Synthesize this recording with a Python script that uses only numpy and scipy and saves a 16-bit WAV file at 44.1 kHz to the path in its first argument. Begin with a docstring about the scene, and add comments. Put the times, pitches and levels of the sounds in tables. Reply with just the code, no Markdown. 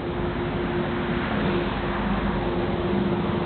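"""Street sweeper and passing car at night

Some way off, a sweeper works: a diesel drone, a humming suction fan, a steady rush of air and brushes.
A car passes closer by: its tyres roar ahead of it, hiss alongside and roar again behind it,
and then its exhaust booms. Only the bass and the middle come through."""
import sys
import numpy as np
from scipy import signal
from scipy.fft import rfft, irfft
from scipy.io import wavfile
from scipy.ndimage import uniform_filter1d

SR = 44100
rng = np.random.default_rng(int(sys.argv[2]) if len(sys.argv) > 2 else 0)


def wrap_up_sound(samples):
    """Save the sound to the file named by the first command line argument, as 16-bit audio."""
    columns = np.atleast_2d(samples).T
    # keep every value between -1 and 1, then stretch to whole-number steps
    tamed = np.clip(columns, -1, 1)
    steps = np.round(tamed * 32767).astype(np.int16)
    wavfile.write(sys.argv[1], SR, steps)


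N = 152145


def amp(db):
    """Decibels to gain."""
    return 10 ** (np.asarray(db) / 20)


def unit_rms(x):
    """Scales to an rms of 1."""
    return x / np.sqrt(np.mean(abs(x) ** 2) + 1e-20)


def curve(points, column=1):
    """One column of a time table, interpolated for every sample."""
    table = np.transpose(points)
    return np.interp(np.arange(N) / SR, table[0], table[column])


def flutter(width_hz):
    """A slow random wobble of level and phase: complex low-passed noise of rms 1."""
    hz = np.fft.fftfreq(N, 1 / SR)
    real, imag = rng.standard_normal((2, N))
    return unit_rms(np.fft.ifft((real + 1j * imag) / (1 + (hz / width_hz) ** 2)))


def tone(pitch_hz, rough, flutter_hz):
    """A wavering tone of rms 1; rough is the size of its flutter against its steady part."""
    carrier = np.exp(2j * np.pi * np.cumsum(pitch_hz * np.ones(N)) / SR)
    return unit_rms((carrier * (1 + rough * flutter(flutter_hz))).real)


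def turbulence(spectrum):
    """Noise of rms 1 in a given colour, with faint drifting patches and a flickering level."""
    window, hop = 1024, 256
    patch_db, flicker_db = .88, .3
    frames = N // hop + 9
    real, imag, patches = rng.standard_normal((frames, window // 2 + 1, 3)).T
    patches = uniform_filter1d(patches, size=5, axis=0)  # smooth across frequency
    patches = unit_rms(uniform_filter1d(patches, size=16, axis=1))  # and across time
    flicker = unit_rms(uniform_filter1d(rng.standard_normal(frames), size=5))
    field = (real + 1j * imag) * amp(patch_db * patches + flicker_db * flicker)
    white = signal.istft(field, nperseg=window, noverlap=window - hop)[1][:N]
    points_hz, points_db = np.transpose(spectrum)
    hz = np.fft.rfftfreq(N, 1 / SR)
    colour = amp(np.interp(np.log(hz + 1), np.log(points_hz), points_db))
    low_cut = np.minimum(hz / points_hz[0], 1) ** 2
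    return unit_rms(irfft(rfft(white) * colour * low_cut, N))


def diesel_drone():
    """The sweeper's firing note throbs against a faint second bass tone, amid overtones and rumble."""
    # cylinder firing: time_s, rate_hz
    firing_rate = [(0, 51.24), (1.2, 51.16), (3.45, 50.43)]
    # swells of the firing note: time_s, level_db
    firing_level = [(0, -61), (.08, -48), (.2, -33.5), (.3, -39), (.5, -36.5), (.9, -45), (1.25, -39),
                    (1.5, -39.5), (2.15, -33), (2.7, -38.5), (3.45, -53.5)]
    # engine overtones: multiple_of_firing_rate, level_db
    orders = [(1.35, -45.5), (1.65, -44.5), (2, -45), (2.25, -45.5), (3, -43), (3.4, -44), (4.95, -43),
              (5.37, -44.5)]
    # colour of the engine rumble: frequency_hz, relative_db
    rumble_colour = [(20, -36.5), (30, -18.5), (42, -12.5), (58, -7.5), (80, -4), (125, -2), (165, 1.5),
                     (225, 1), (265, -4), (305, -9.5), (420, -18), (800, -60.5)]
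    # swells of the rumble: time_s, level_db
    rumble_level = [(0, -34), (.4, -32), (1.0, -31), (1.5, -29.5), (1.8, -34), (2.3, -29.5), (2.7, -31),
                    (3.45, -29)]
    firing_hz = curve(firing_rate)
    note = amp(curve(firing_level)) * tone(firing_hz, rough=.15, flutter_hz=4)
    throb = amp(-48.5) * tone(pitch_hz=42.2, rough=.56, flutter_hz=4)
    overtones = sum(amp(db) * tone(order * firing_hz, rough=.56, flutter_hz=4) for order, db in orders)
    rumble = amp(curve(rumble_level)) * turbulence(rumble_colour)
    return note + throb + overtones + rumble


def suction_fan():
    """The fan's blades hum, and a weaker whine just above beats against them."""
    # blade tone: time_s, pitch_hz
    hum_pitch = [(0, 351.4), (1.0, 352.5), (1.7, 351.0), (2.8, 349.5), (3.45, 351.0)]
    # the hum fades in and out on its way: time_s, level_db
    hum_level = [(0, -45.5), (.08, -28), (.14, -36), (.25, -28.5), (.35, -40), (.45, -28.5), (.54, -39.5),
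                 (.6, -27), (.67, -37.5), (.78, -26), (.88, -35.5), (.98, -32.5), (1.19, -30),
                 (1.26, -43.5), (1.39, -33.5), (1.45, -42), (1.5, -29), (1.59, -26), (1.75, -47),
                 (1.84, -32.5), (2.02, -37.5), (2.1, -44), (2.18, -37.5), (2.33, -38), (2.43, -31.5),
                 (2.63, -27), (2.73, -35.5), (2.86, -28.5), (3.15, -30), (3.24, -35), (3.45, -29.5)]
    # late swell of the whine: time_s, level_db
    whine_level = [(0, -57.5), (1.9, -48.5), (2.4, -39), (3.0, -35.5), (3.45, -50.5)]
    hum = amp(curve(hum_level)) * tone(curve(hum_pitch), rough=.15, flutter_hz=16)
    whine = amp(curve(whine_level)) * tone(pitch_hz=368, rough=.15, flutter_hz=16)
    return hum + whine


def air_and_brushes():
    """The sweeper's air and brushes blend into one steady midrange rush."""
    # colour of the rush: frequency_hz, relative_db
    rush_colour = [(150, -13), (310, -3), (440, 2), (650, 0), (950, -2), (1350, -7.5), (1750, -10),
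                   (2000, -11.5), (2600, -15.5), (3300, -15.5), (3750, -17), (4000, -21), (4250, -32),
                   (4500, -50)]
    # gentle swells of the rush: time_s, level_db
    rush_level = [(0, -34.5), (.4, -32.5), (1.0, -32.5), (1.55, -30), (2.1, -33.5), (2.5, -31), (3.0, -31),
                  (3.45, -30)]
    return amp(curve(rush_level)) * turbulence(rush_colour)


def car_tyres():
    """Tyres beam their roar forwards and backwards; their hiss peaks as the car draws alongside."""
    # hiss alongside: frequency_hz, relative_db
    hiss_colour = [(1200, -7), (2000, -7.5), (2450, 5.5), (3000, -1), (3700, 1.5), (4000, -5.5),
                   (4250, -12.5), (4500, -32)]
    # brighter roar thrown ahead: frequency_hz, relative_db
    ahead_colour = [(500, -22.5), (1050, -8), (1330, -1), (1720, -2.5), (2050, -6.5), (2700, -13),
                    (3800, -20), (4400, -53)]
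    # its build on the approach: time_s, level_db
    ahead_level = [(0, -51), (.4, -41), (.8, -38.5), (1.19, -35.5), (1.26, -32), (1.35, -36.5), (1.5, -37),
                   (1.68, -47.5), (2.0, -63)]
    # darker roar thrown behind: frequency_hz, relative_db
    behind_colour = [(400, -21), (720, -2.5), (950, -0.5), (1200, -3), (1450, -7.5), (1800, -5),
                     (2100, -13), (3000, -16.5), (3800, -19), (4400, -47)]
    # its swell and fade as the car leaves: time_s, level_db
    behind_level = [(1.3, -53), (1.65, -39), (1.85, -33.5), (2.21, -32), (2.4, -40), (2.7, -51),
                    (3.45, -49)]
    hiss_peak_db, nearest_s, half_width_s = -41.5, 1.56, .28
    nearness = 1 / (1 + ((np.arange(N) / SR - nearest_s) / half_width_s) ** 2)
    hiss = amp(hiss_peak_db) * nearness * turbulence(hiss_colour)
    roar_ahead = amp(curve(ahead_level)) * turbulence(ahead_colour)
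    roar_behind = amp(curve(behind_level)) * turbulence(behind_colour)
    return hiss + roar_ahead + roar_behind


def car_exhaust():
    """A rough note that drops in pitch at the pass and booms as the car leaves."""
    # exhaust note: time_s, pitch_hz, level_db
    note = [(0, 228, -39), (.6, 229.3, -39.5), (.9, 234, -35.5), (1.25, 238, -34), (1.35, 215.9, -37),
            (1.45, 190, -32.5), (1.62, 191.6, -32), (1.73, 198, -45.5), (1.9, 202, -36),
            (2.04, 202.1, -28.5), (2.27, 200.1, -31), (2.45, 200, -35), (2.83, 197, -40.5),
            (2.94, 196, -27), (3.17, 200, -30.5), (3.29, 208, -27.5), (3.45, 210, -40.5)]
    return amp(curve(note, column=2)) * tone(curve(note), rough=.84, flutter_hz=26)


def scene():
    """The distant sweeper and the closer car, in mono."""
    sweeper = diesel_drone() + suction_fan() + air_and_brushes()
    car = car_tyres() + car_exhaust()
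    return (sweeper + car)[None]


def record(dry):
    """The recorder's steep low-pass keeps only the bass and the middle."""
    cutoff_hz = 4500
    taps = signal.firwin(601, cutoff_hz, window=("kaiser", 9), fs=SR)
    return signal.oaconvolve(dry, taps[None], "same")


dry = scene()
out = record(dry)
wrap_up_sound(out)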